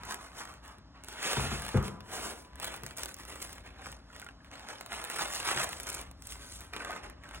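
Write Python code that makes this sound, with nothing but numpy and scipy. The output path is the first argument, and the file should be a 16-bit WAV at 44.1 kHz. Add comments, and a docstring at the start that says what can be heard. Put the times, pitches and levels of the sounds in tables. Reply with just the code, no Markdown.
"""Baking paper crackles under an iron, close up, then is drawn off a plastic bag and lifted away.
The iron is set down on the wooden table with three thuds; the bag is opened, shaken out and smoothed.
Both sheets sound by buckling: swarms of tiny snaps over a sliding hiss, with loud creases popping through.
Behind them a small room hums faintly. A microphone with two closely spaced ports hears it all."""
import sys
import numpy as np
from scipy import signal
from scipy.fft import rfft, irfft, next_fast_len
from scipy.io import wavfile
from scipy.ndimage import uniform_filter1d, map_coordinates

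SR = 44100
rng = np.random.default_rng(int(sys.argv[2]) if len(sys.argv) > 2 else 0)


def store_wav(level_fs):
    """Save 16-bit WAV to argv[1]."""
    pcm = np.round(np.clip(np.atleast_2d(level_fs), -1, 1) * 32767)
    wavfile.write(sys.argv[1], SR, pcm.T.astype(np.int16))


N = 326340

# The paper's colour at close range in each gesture: frequency_hz, relative_db
PAPER_IRONED = [(70, -22), (250, -7), (450, -10), (700, -3), (1050, 1), (1450, -1), (2300, -9), (3200, -10),
                (6000, -10), (9500, -14), (15000, -19)]
PAPER_DRAWN = [(70, -22), (250, -7), (450, -2), (700, -2), (1000, -1.5), (1450, 0.5), (2100, -2),
               (3200, -2.5), (6000, -7), (9500, -9), (15000, -15)]
PAPER_DRAGGED = [(70, -20), (250, -2), (450, 0), (700, 0), (1000, -1), (1450, 0), (2100, -5), (3200, -6),
                 (6000, -8), (9500, -8.5), (15000, -12.5)]
PAPER_LIFTED = [(70, -22), (250, -3), (450, -3), (700, -4), (1000, -3), (1450, -2), (2100, -3), (3200, -6),
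                (6000, -8), (9500, -9), (15000, -11)]
def baking_paper():
    """Just in front of the microphone, paper shifts under the iron, slides off and crackles in the air."""
    sliding = dict(snaps_per_s=2800, spread_db=1.5, clump_db=1.5, hiss=0.45,
                   flex_db=1.5, jerk_db=.7, fold_db=2)
    return (rustle("ironing", PAPER_IRONED, snaps_per_s=1400, spread_db=6, clump_db=0.5, hiss=0.45,
                   flex_db=0.5, tick_db=-0.5, jerk_db=.7, fold_db=3)
            + rustle("drawing", PAPER_DRAWN, tick_db=0.6, **sliding)
            + rustle("dragging", PAPER_DRAGGED, tick_db=0.8, **sliding)
            + rustle("lifting", PAPER_LIFTED, snaps_per_s=900, spread_db=5.5, clump_db=3, hiss=0.26,
                     flex_db=0, tick_db=-0.8, jerk_db=.8, fold_db=3.5))


# The bag's colour, bright hanging free and dull under the palms: frequency_hz, relative_db
BAG_OPENED = [(70, -22), (250, -5), (450, -3), (700, 0), (1000, -1), (1450, 0), (2100, -5), (3200, -7),
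              (6000, -11), (9500, -15), (15000, -23)]
BAG_EMPTIED = [(70, -22), (250, -9), (450, -5), (700, -1), (1000, -1), (1450, 0), (2100, -3), (3200, -5),
               (6000, -8), (9500, -9), (15000, -15)]
BAG_SHAKEN = [(70, -22), (250, -3), (450, -3), (700, -1), (1000, -1), (1450, 0), (2100, -2), (3200, -4),
              (6000, -5), (9500, -5), (15000, -12)]
BAG_SMOOTHED = [(70, -22), (250, -4), (450, -2), (700, -3), (1000, -2), (1450, 0), (2100, -5.5),
                (3200, -9.5), (6000, -15), (9500, -19), (15000, -28)]
def plastic_bag():
    """At the same spot, fingers part the bag, pull the inner paper out, shake the film and press it flat."""
    return (rustle("opening", BAG_OPENED, snaps_per_s=700, spread_db=5, clump_db=4, hiss=0.4,
                   flex_db=-0.3, tick_db=-0.3, jerk_db=.8, fold_db=4)
            + rustle("emptying", BAG_EMPTIED, snaps_per_s=800, spread_db=4, clump_db=3.5, hiss=0.28,
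                     flex_db=-0.6, tick_db=-0.3, jerk_db=.7, fold_db=3.5)
            + rustle("shaking", BAG_SHAKEN, snaps_per_s=1300, spread_db=5.5, clump_db=1.5, hiss=0.35,
                     flex_db=-1, tick_db=0, jerk_db=.7, fold_db=3)
            + rustle("smoothing", BAG_SMOOTHED, snaps_per_s=1200, spread_db=4, clump_db=2.5, hiss=0.35,
                     flex_db=0, tick_db=-3, jerk_db=.8, fold_db=4))


SPLIT_HZ = 3800  # a sheet flexes below this and ticks above it
# What the hands are doing, by gesture name: start_s, end_s
GESTURES = {"ironing": (0, 1.03), "drawing": (1.03, 2.05), "dragging": (2.05, 2.53),
            "lifting": (2.53, 3.75), "opening": (3.75, 4.88), "emptying": (4.88, 5.68),
            "shaking": (5.68, 6.7), "smoothing": (6.7, 7.4)}
# Each push or pull on a sheet: peak_s, rise_s, hold_s, flex_db, tick_over_flex_db
HAND_STROKES = [(0.006, 0.095, .02, -54, -14), (0.111, 0.11, 0.0061, -42, -1.5),
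                (0.208, 0.038, 0.06, -53, -3), (0.388, 0.079, 0.018, -44, -1.5),
                (0.49, 0.049, 0.037, -53, -5), (0.64, 0.027, 0.073, -53.5, -7),
                (0.953, 0.024, 0.022, -57, -21), (1.086, 0.064, 0.047, -56, 3.5),
                (1.264, 0.14, 0.2, -37, -0.5), (1.314, .04, 0.017, -40.5, -4),
                (1.39, 0.064, 0.14, -43.5, -2.5), (1.522, 0.078, 0.25, -44.5, -0.5),
                (1.841, 0.016, 0.023, -50.5, 2.5), (2.136, 0.086, 0.041, -43.5, 0),
                (2.24, 0.15, 0.067, -44, 1), (2.386, 0.066, 0.024, -61, 5.5), (2.457, .05, 0.17, -66, -26),
                (2.628, 0.067, 0.012, -43, -4), (2.664, .015, 0.017, -44.5, -1),
                (2.723, 0.021, 0.015, -46, -3), (2.846, 0.069, 0.063, -52.5, -1.5),
                (2.982, 0.025, 0.043, -45, -1), (3.08, 0.022, 0.011, -54.5, 5),
                (3.191, 0.056, 0.017, -51.5, -0.5), (3.287, 0.051, 0.073, -49, -0.5),
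                (3.411, 0.077, 0.16, -52, 0.5), (3.418, 0.036, 0.0097, -54, 9.5),
                (3.664, 0.042, 0.0089, -51.5, -8.5), (3.783, 0.097, 0.038, -53.5, -12),
                (3.858, 0.09, 0.065, -51, -2), (4.15, 0.14, 0.13, -56.5, -4),
                (4.472, 0.16, 0.023, -61.5, -8), (4.526, 0.025, 0.15, -51, -7.5),
                (4.695, 0.044, 0.021, -44, -4), (4.78, .04, 0.17, -56.5, -3),
                (4.923, 0.042, 0.15, -42, -4.5), (5.102, 0.05, 0.083, -45.5, -1),
                (5.196, 0.11, 0.037, -35.5, -2.5), (5.344, 0.19, 0.032, -42.5, 3.5),
                (5.41, .06, 0.035, -49, 2), (5.464, 0.067, 0.051, -35.5, -1.5),
                (5.602, 0.18, 0.021, -34.5, -2), (5.706, .05, 0.16, -48, -1),
                (5.874, 0.037, 0.13, -43.5, -3), (6.25, 0.1, 0.038, -60, 4),
                (6.304, 0.047, 0.021, -53, 6.5), (6.428, 0.13, 0.027, -53, 1),
                (6.519, 0.12, 0.051, -56.5, 8.5), (6.606, 0.066, 0.042, -54, -1.5),
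                (6.731, 0.01, 0.039, -47.5, -5), (6.797, 0.06, 0.022, -43.5, -6.5),
                (6.871, 0.044, 0.097, -44, -5.5), (7.032, 0.012, 0.024, -47, -6.5),
                (7.257, 0.081, 0.089, -53.5, -7), (7.352, 0.045, 0.01, -49, -1)]
# The rustle's top treble is softened above 10 kHz: frequency_hz, gain_db
TREBLE_ROLLOFF = [(10000, 0), (16000, -4.5)]
def rustle(gesture, colour, snaps_per_s, spread_db, clump_db, hiss, flex_db, tick_db, jerk_db, fold_db):
    """A handled sheet buckles in clumps of tiny snaps; each flexes the sheet and ticks in the treble."""
    start, end = GESTURES[gesture]
    overlap_s = .25  # one gesture rings on into the next
    t = np.arange(round(max(start - overlap_s, 0) * SR), round((end + overlap_s) * SR)) / SR
    size = len(t)
    flex, tick = effort([row for row in HAND_STROKES if start <= row[0] < end], t)
    strength = amp(spread_db * np.minimum(rng.standard_normal(size), 2) + clump_db * wobble(109.2, size))
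    snaps = (rng.random(size) < snaps_per_s / SR) * strength ** 2
    # the lower power makes ticks more even in size than the flexing
    flexing = amp(flex_db) * flex * swarm(snaps ** 0.87, life_s=0.002, hiss=hiss)
    ticking = amp(tick_db) * tick * swarm(snaps ** 0.75, life_s=0.00047, hiss=hiss)
    sheet = coloured(flexing, band(colour, -1.27))
    sheet += coloured(ticking, lambda hz: band(colour, 1)(hz) + along(TREBLE_ROLLOFF, hz))
    jerks = amp(jerk_db * wobble(39, size))  # the sheet gives way unevenly
    out = np.zeros(N)
    add(out, t[0], jerks * folding(sheet, fold_db))
    return out


def effort(strokes, t, rise_db=20, sag_db_per_s=23.5, release_db_per_s=173):
    """Flexing and ticking gains at times t: each stroke swells, sags while held and settles."""
    flex_power, tick_power = np.zeros((2, len(t)))
    for peak_s, rise_s, hold_s, flex_db, tick_over_flex_db in strokes:
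        age = t - peak_s
        shape_db = (rise_db * np.minimum(age, 0) / rise_s
                    - sag_db_per_s * np.clip(age, 0, hold_s)
                    - release_db_per_s * np.maximum(age - hold_s, 0))
        flex_power += amp(flex_db + shape_db) ** 2
        tick_power += amp(flex_db + tick_over_flex_db + 1.37 * shape_db) ** 2  # swells and dies faster
    return np.sqrt(flex_power), np.sqrt(tick_power)


def swarm(snaps, life_s, hiss):
    """Each snap's energy dies away over life_s; sliding adds an even share of hiss."""
    energy = signal.lfilter([1], [1, -np.exp(-1 / (life_s * SR))], snaps)
    energy /= np.abs(uniform_filter1d(energy, size=SR // 32)) + 1e-9
    return np.sqrt(hiss + (1 - hiss) * energy) * rng.standard_normal(len(snaps))


def folding(x, depth_db):
    """Facets of the sheet grow and shrink, so its upper resonances come and go."""
    hz, _, spectrum = signal.stft(x, SR, nperseg=512)
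    facets = uniform_filter1d(rng.standard_normal(spectrum.shape), size=5, axis=0)
    facets = uniform_filter1d(facets, size=5, axis=1)
    swing_db = depth_db * hz[:, None] / (hz[:, None] + SPLIT_HZ / 2)
    return signal.istft(spectrum * amp(swing_db * unit(facets)), nperseg=512)[1][:len(x)]


def band(colour, side):
    """A colour's flexing part (side < 0) or ticking part (side > 0); a larger side cuts more steeply."""
    return lambda hz: along(colour, hz) - 10 * np.log10(1 + ((hz + 100) / SPLIT_HZ) ** (-6 * side))


# Single creases that stand out of the rustle: start_s, tick_db, flex_db
LOUD_CREASES = [(0.0345, -51, -42.5), (0.109, -41, -37.5), (0.123, -40, -40), (0.1438, -37.5, -44),
                (0.2719, -61, -60), (0.3175, -68, -53), (0.454, -57, -47.5), (0.4744, -69, -48),
                (0.5393, -54.5, -57), (0.6595, -56, -53), (0.6793, -53, -65), (0.784, -62, -59),
                (1.0373, -48.5, -52.5), (1.0456, -47.5, -54), (1.085, -41, -44), (1.1269, -51, -47),
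                (1.229, -36.5, -38), (1.332, -32, -32), (1.5974, -49, -43), (1.6205, -42, -44),
                (1.651, -42.5, -44), (1.6647, -43, -39.5), (1.6824, -44, -42), (1.6896, -43, -38),
                (1.772, -46, -41), (1.8275, -45, -50), (1.8523, -46, -46), (1.881, -45, -42),
                (2.006, -53, -47.5), (2.449, -71, -55.5), (2.533, -72, -59), (2.5567, -50.5, -52),
                (2.5997, -41, -45), (2.6438, -36.5, -36.5), (2.7417, -47, -44), (2.763, -43.5, -59),
                (2.7772, -56, -53), (2.835, -43, -47), (2.864, -38, -44), (2.9088, -50, -45),
                (2.9734, -39, -55), (2.994, -41, -47), (3.034, -32.5, -43), (3.058, -37, -46.5),
                (3.0895, -48, -47.5), (3.1428, -41.5, -56), (3.166, -51.5, -58), (3.187, -54, -67),
                (3.252, -47, -50), (3.426, -37, -49), (3.4931, -52, -51), (3.5296, -42.5, -54),
                (3.5818, -59, -47), (3.8177, -58, -50.5), (3.859, -49, -42), (3.867, -47, -41.5),
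                (3.918, -46.5, -64), (3.926, -52, -46.5), (4.1634, -52, -48.5), (4.198, -45.5, -51),
                (4.2171, -49, -46), (4.2649, -60, -48), (4.288, -64, -47.5), (4.3093, -74, -57),
                (4.446, -62, -54), (4.514, -62, -48.5), (4.557, -67, -54), (4.5952, -54, -51),
                (4.6873, -45, -43), (4.8098, -42.5, -41.5), (4.862, -45.5, -46), (4.9198, -54, -36.5),
                (4.9294, -45, -39), (4.9482, -46, -45), (5.041, -36.5, -42), (5.049, -38.5, -62),
                (5.1, -37, -38), (5.1138, -46, -45), (5.221, -38, -37), (5.2835, -46, -41),
                (5.3364, -40, -41), (5.4012, -39, -36.5), (5.488, -46, -30), (5.507, -48, -39),
                (5.515, -47, -31), (5.575, -50, -29), (5.643, -32, -39), (5.691, -38, -50),
                (5.73, -48, -37.5), (5.8001, -38, -42.5), (5.833, -40.5, -54), (6.113, -50.5, -54),
                (6.2223, -47.5, -55.5), (6.271, -39, -60), (6.3224, -42, -47.5), (6.356, -58, -47),
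                (6.607, -44, -54), (6.614, -56, -50.5), (6.7349, -48, -39), (6.7641, -47, -36.5),
                (6.77, -58, -43), (6.848, -45, -39.5), (6.9071, -48, -38), (6.9173, -50, -50),
                (6.9307, -57, -51), (6.9627, -52, -46), (7.099, -51, -50), (7.2366, -61, -48.5),
                (7.2423, -66, -52), (7.2906, -55, -50), (7.3112, -58, -47), (7.3462, -51, -46),
                (7.3543, -54, -53)]
# Gestures in which the sheet is loose enough to throw lesser creases: gesture_name
LOOSE_GESTURES = ["ironing", "lifting", "opening", "shaking"]
def creases(stray_slots=60, stray_db=-12, spread_db=2):
    """The loud single snaps of both sheets, and lesser ones at random that follow the hand's effort."""
    times = (np.arange(stray_slots) + rng.random(stray_slots)) / stray_slots * N / SR
    scatter = amp(stray_db + spread_db * rng.standard_normal((stray_slots, 2))).T
    flexes, ticks = effort(HAND_STROKES, times) * scatter
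    loose_spans = [GESTURES[name] for name in LOOSE_GESTURES]
    lesser = [(start_s, tick, flex) for start_s, tick, flex in zip(times, ticks, flexes)
              if any(begin <= start_s < end for begin, end in loose_spans)]
    loud = [(start_s, amp(tick_db), amp(flex_db)) for start_s, tick_db, flex_db in LOUD_CREASES]
    out = np.zeros(N)
    for start_s, tick, flex in loud + lesser:
        add(out, start_s, tick * crease_flip(side=1, life_s=.0007, ring_db=-10, ring_s=.002))
        add(out, start_s, flex * crease_flip(side=-1, life_s=.0016, ring_db=-8, ring_s=.003))
    return out


# A crease's colour at close range: frequency_hz, relative_db
CREASE_COLOUR = [(70, -28), (300, -11), (700, -4), (1450, 0), (2200, -3), (3200, -5), (6000, -4),
                 (8500, -1), (16000, -5.5)]
def crease_flip(side, life_s, ring_db, ring_s):
    """A crease flips at once and the sheet around it shivers briefly."""
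    t = np.arange(SR // 40) / SR
    envelope = np.exp(-t / life_s) + amp(ring_db) * np.exp(-t / ring_s)
    burst = envelope * rng.choice([-1, 1], len(t))
    return unit_burst(coloured(burst, band(CREASE_COLOUR, side)))


# Folds giving way: start_s, length_s, level_db
FOLD_RUNS = [(0.051, 0.0024, -48), (0.116, .012, -53), (0.286, .006, -70), (0.45, .005, -50),
             (0.65, .003, -63), (2.627, .006, -40), (2.645, 0.0025, -34), (2.653, .001, -41),
             (2.967, 0.0038, -44), (2.982, 0.0044, -38.5), (3.011, .007, -49), (3.032, .003, -54),
             (3.048, .002, -44), (3.097, .007, -54), (4.138, .004, -68), (4.244, 0.0026, -51),
             (4.452, 0.0032, -72), (4.927, .004, -47), (5.11, .005, -47), (5.159, 0.011, -36.5),
             (5.279, .004, -47), (5.35, 0.011, -36.5), (5.456, 0.0028, -40), (5.636, 0.0047, -34),
             (5.724, .008, -40.5), (5.806, 0.0029, -44), (5.869, 0.0015, -40), (5.878, .005, -42),
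             (5.888, 0.0043, -35.5), (5.897, .006, -33), (5.926, .006, -40), (5.942, .009, -33),
             (6.012, 0.0038, -41), (6.31, 0.0044, -44)]
def fold_runs(count=6, spread_db=1.5, life_s=.0005):
    """A handful of bright, unevenly spaced snaps runs along one fold."""
    out, t = np.zeros(N), np.arange(SR // 40) / SR
    for start_s, length_s, level_db in FOLD_RUNS:
        onsets = (np.arange(count) + rng.random(count)) / count * length_s
        age = t - onsets[:, None]
        snaps = np.exp(-np.abs(age) / life_s) * (age >= 0)
        envelope = amp(spread_db * rng.standard_normal(count)) @ snaps
        run = coloured(envelope * rng.choice([-1, 1], len(t)), band(CREASE_COLOUR, 1))
        add(out, start_s, amp(level_db) * unit_burst(run))
    return out


# A sheet pops over under a fingertip: start_s, level_db, pitch_hz
FINGER_POPS = [(0.109, -37.5, 1155), (0.2095, -50.5, 1210), (5.51, -31.5, 1300), (4.1015, -54.5, 1420),
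               (4.156, -55, 1440), (4.198, -56, 1170), (4.225, -44.5, 1380), (4.2643, -42.5, 1390),
               (4.288, -46.5, 1680), (4.405, -57, 1490), (4.4494, -68, 1210), (6.7345, -43, 2440),
               (6.7452, -51, 1340), (6.8052, -38.5, 1510), (6.849, -42, 1490), (6.871, -39, 1220),
               (6.8964, -40, 800), (6.9216, -42, 1510), (6.9284, -43, 1480), (6.9634, -42, 1200),
               (7.053, -50, 745)]
# Modes of the popped dome: pitch_ratio, relative_db
DOME_MODES = [(1, 0), (1.42, -5), (2.1, -11)]
def finger_pops(t60_s=.019, attack_s=.0011):
    """A small dome of film flips and rings in a few quickly damped modes."""
    out, t = np.zeros(N), np.arange(SR // 30) / SR
    for start_s, level_db, pitch_hz in FINGER_POPS:
        ring = np.zeros(len(t))
        for ratio, mode_db in DOME_MODES:
            mode_hz = pitch_hz * ratio * (1 + 0.067 * rng.standard_normal())
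            decay = amp(mode_db - 60 * t * ratio / t60_s)
            ring += decay * np.sin(2 * np.pi * (mode_hz * t + rng.random()))
        ring *= 1 - np.exp(-t / attack_s)
        add(out, start_s, amp(level_db) * unit_burst(ring))
    return out


# The iron lands and rocks, the lifted paper flaps, hands bump the table: start_s, force_db, cutoff_hz
THUMPS = [(0.773, -45.5, 85), (1.367, -24, 150), (1.429, -24, 70), (1.514, -28, 190), (1.743, -20, 613),
          (1.774, -37.5, 710), (2.822, -42, 350), (2.889, -56, 306), (3.851, -51, 390), (5.546, -37.5, 149)]
# Low modes of the wooden table, plus the long, faint ring of the iron's soleplate:
# pitch_hz, relative_db, t60_s
WOOD_AND_SOLEPLATE_MODES = [(58, -7, 0.65), (89.3, -5.5, 0.32), (106.6, -7.5, 0.25), (135, -0.9, 0.34),
                            (182.4, -13, 0.75), (202.4, -8, 0.63), (236, 2, 0.1), (356, -2.5, 0.2),
                            (396, -10.5, 0.29), (440, -3, 0.24), (514, -7, 0.18), (647, -14, 0.11),
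                            (996, -27.5, 5), (1090, -39, 4.2)]
# Colour of the thud beneath the modes: frequency_hz, relative_db
THUD_COLOUR = [(30, -24), (55, -5), (95, 1.5), (150, -6), (210, -11), (290, -15.5), (430, -16.5),
               (600, -20.5), (1200, -7), (4000, -24)]
# How long the thud lasts: frequency_hz, t60_s
THUD_DECAY = [(60, 0.43), (130, 0.89), (220, 0.75), (500, 0.98), (2000, 0.62)]
def low_thumps():
    """Each thump is a dense thud under wood and soleplate modes; a soft contact leaves only the low ones."""
    out, t = np.zeros(N), np.arange(SR) / SR
    for start_s, force_db, cutoff_hz in THUMPS:
        blow = np.zeros(len(t))
        for k, (pitch_hz, mode_db, t60_s) in enumerate(WOOD_AND_SOLEPLATE_MODES):
            swell = 1 - np.exp(-t * pitch_hz / 1.05)  # low modes take longer to build up
            decay = amp(mode_db - 3.5 + rng.normal(0, 1) - 60 * t / t60_s)
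            blow += (-1) ** k * decay * swell * np.sin(2 * np.pi * pitch_hz * t)
        thud = coloured(dying_noise(THUD_DECAY), lambda hz: along(THUD_COLOUR, hz))
        add(blow, 0, amp(-7.5) * thud)
        add(out, start_s, amp(force_db) * filtered(blow, lambda hz: 1 / (1 + 1j * hz / cutoff_hz)))
    return out


# The iron tips onto its heel: start_s, level_db
IRON_CLACKS = [(1.3688, -32), (1.3958, -32.5), (1.516, -36), (1.773, -35)]
# Colour of its housing: frequency_hz, relative_db
HOUSING_COLOUR = [(150, -20), (400, -9), (750, 2), (1000, 4), (1400, -2), (2000, -11), (3000, -15),
                  (6000, -15), (16000, -40)]
def iron_clacks(t60_s=0.025):
    """The iron's plastic housing gives a short, hard rattle."""
    out, t = np.zeros(N), np.arange(SR // 20) / SR
    for start_s, level_db in IRON_CLACKS:
        rattle = rng.standard_normal(len(t)) * amp(-60 * t / t60_s)
        clack = coloured(rattle, lambda hz: along(HOUSING_COLOUR, hz))
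        add(out, start_s, amp(level_db) * unit_burst(clack))
    return out


def room(x):
    """The sheets move, so every fifth of a second has its own reflections."""
    out, hop = np.zeros((2, N)), SR // 5
    for start in range(0, N, hop):
        for port, taps in zip(out, reflections()):
            add(port, start / SR, signal.fftconvolve(x[start:start + hop], taps))
    return out


# The small room's tail: frequency_hz, t60_s
ROOM_DECAY = [(100, 0.38), (500, 0.66), (2000, 0.01), (8000, 0.0091), (16000, 0.054)]
def reflections(table_db=-16, table_life_s=.003, walls_db=-6.5, walls_life_s=.008, tail_db=-16):
    """The table top echoes from the sheet's own direction; dull walls and the tail come from all around."""
    t = np.arange(SR // 2) / SR
    at_level = lambda x, db: amp(db) * x / np.linalg.norm(x)
    echoes = lambda life_s: rng.standard_normal(len(t)) * np.exp(-t / life_s) * (t > .001)
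    dull = signal.butter(1, 4500, fs=SR)
    around = np.zeros((2, len(t)))
    for field in around:
        field += signal.lfilter(*dull, at_level(echoes(walls_life_s), walls_db))
        field += at_level(dying_noise(ROOM_DECAY) * (t > .005), tail_db)
    width = lambda hz: np.arccos(np.exp(-(hz / 300) ** 2)) / 2  # long waves reach both ports alike
    mid, side = filtered(around, lambda hz: np.array([np.cos(width(hz)), np.sin(width(hz))]))
    return direct(at_level(echoes(table_life_s), table_db)) + [mid + side, mid - side]


# Low rumble that swells as the waved sheets push air at the microphone: time_s, level_db
RUMBLE_LEVEL = [(0.0, -41), (0.15, -60), (2.6, -58), (3.5, -53), (4.7, -62.5), (5.4, -60), (6.0, -51),
                (6.75, -55), (7.4, -52)]
# Colours of the rumble and of the still air: frequency_hz, relative_db
RUMBLE_COLOUR = [(20, -54), (38, -10.5), (55, 6.5), (80, 0), (120, -12), (200, -15.5), (500, -77.5)]
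AIR_COLOUR = [(30, -21), (120, 4), (270, 1), (420, -11.5), (650, -8), (1100, -7.5), (1600, -11.5),
              (2200, -20.5), (5000, -17.5), (9000, -36.5), (16000, -57)]
# An appliance in the background: pitch_hz, relative_db
HUM_TONES = [(59.2, -57), (274.5, -62.5), (624.5, -67)]
def background():
    """Pushed air rumbles at the microphone, over still room air and a wavering appliance hum."""
    t = np.arange(N) / SR
    rumble = coloured(rng.standard_normal(N), lambda hz: along(RUMBLE_COLOUR, hz))
    rumble *= amp(np.interp(t, *np.transpose(RUMBLE_LEVEL)))
    air = amp(-60) * coloured(rng.standard_normal(N), lambda hz: along(AIR_COLOUR, hz))
    hum = sum(amp(db - 5) * np.sin(2 * np.pi * hz * (t + 0.0011 * wobble(9, N))) for hz, db in HUM_TONES)
    return rumble + air + hum


# Delay across the microphone: frequency_hz, left_lag_s
PORT_LAG = [(500, 1.25e-4), (1300, .6e-4), (2400, .9e-4), (4400, 1.134e-4)]
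def direct(x):
    """The sound reaches the right port just before the left."""
    return filtered(x, lambda hz: np.exp(1j * np.pi * hz * along(PORT_LAG, hz) * np.array([[-1], [1]])))


def amp(db):
    """Decibels to gain."""
    return 10 ** (np.asarray(db) / 20)


def unit(x):
    """Scaled to rms 1."""
    return x / np.sqrt(np.mean(x ** 2) + 1e-20)


def unit_burst(x):
    """Scaled to the energy of 5 ms at rms 1."""
    return x / np.linalg.norm(x) * np.sqrt(.005 * SR)


def along(points, hz):
    """(frequency_hz, value) points read on a log axis."""
    frequencies, values = np.transpose(points)
    return np.interp(np.log(hz + 1), np.log(frequencies + 1), values)


def add(track, start_s, x):
    """Mix x into track from start_s on."""
    start = max(round(start_s * SR), 0)
    part = track[start:start + len(x)]
    part += x[:len(part)]


def wobble(knots_per_s, size):
    """A smooth random curve."""
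    knots = rng.standard_normal(int(size * knots_per_s / SR) + 4)
    return map_coordinates(knots, [np.arange(size) * knots_per_s / SR], order=2)


def filtered(x, response):
    """x through a response given as a function of frequency."""
    size = x.shape[-1]
    padded = 2 * next_fast_len(size // 2 + 4096)
    return irfft(rfft(x, padded) * response(np.fft.rfftfreq(padded, 1 / SR)), padded)[..., :size]


def coloured(x, level_db):
    """Causal colouring by a dB function of frequency; white noise keeps its power."""
    def response(hz):
        cepstrum = irfft(np.log(unit(amp(level_db(hz)))))
        cepstrum[1:len(hz) - 1] *= 2
        cepstrum[len(hz):] = 0
        return np.exp(rfft(cepstrum))
    return filtered(x, response)


def dying_noise(decay):
    """Half a second of noise, each frequency fading at its own speed."""
    hz, t, spectrum = signal.stft(rng.standard_normal(SR // 2), SR, nperseg=256)
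    fade = amp(-60 * t / along(decay, hz)[:, None])
    return signal.istft(spectrum * fade, SR, nperseg=256)[1][:SR // 2]


def scene():
    """Sheets close in front, the iron a little louder on the left, the room around them."""
    sheets = baking_paper() + plastic_bag() + creases() + fold_runs() + finger_pops()
    knocks = low_thumps() + iron_clacks()
    lean_left = amp([[.5], [-.5]])
    return direct(sheets + background()) + direct(knocks) * lean_left + room(sheets + amp(-5) * knocks)


# Balance of the microphone's ports: frequency_hz, left_minus_right_db
PORT_BALANCE = [(60, 1.4), (150, 1.8), (350, 3), (700, 1), (1300, -1), (2400, -2), (4400, 0)]
def record(dry):
    """The microphone's two ports differ a little in colour, and the highest treble is cut off."""
    top_hz = 16300
    ports = filtered(dry, lambda hz: amp(along(PORT_BALANCE, hz) * np.array([[.5], [-.5]])))
    return filtered(ports, lambda hz: 1 / (1 + (hz / top_hz) ** 100))


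dry = scene()
out = record(dry)
store_wav(out)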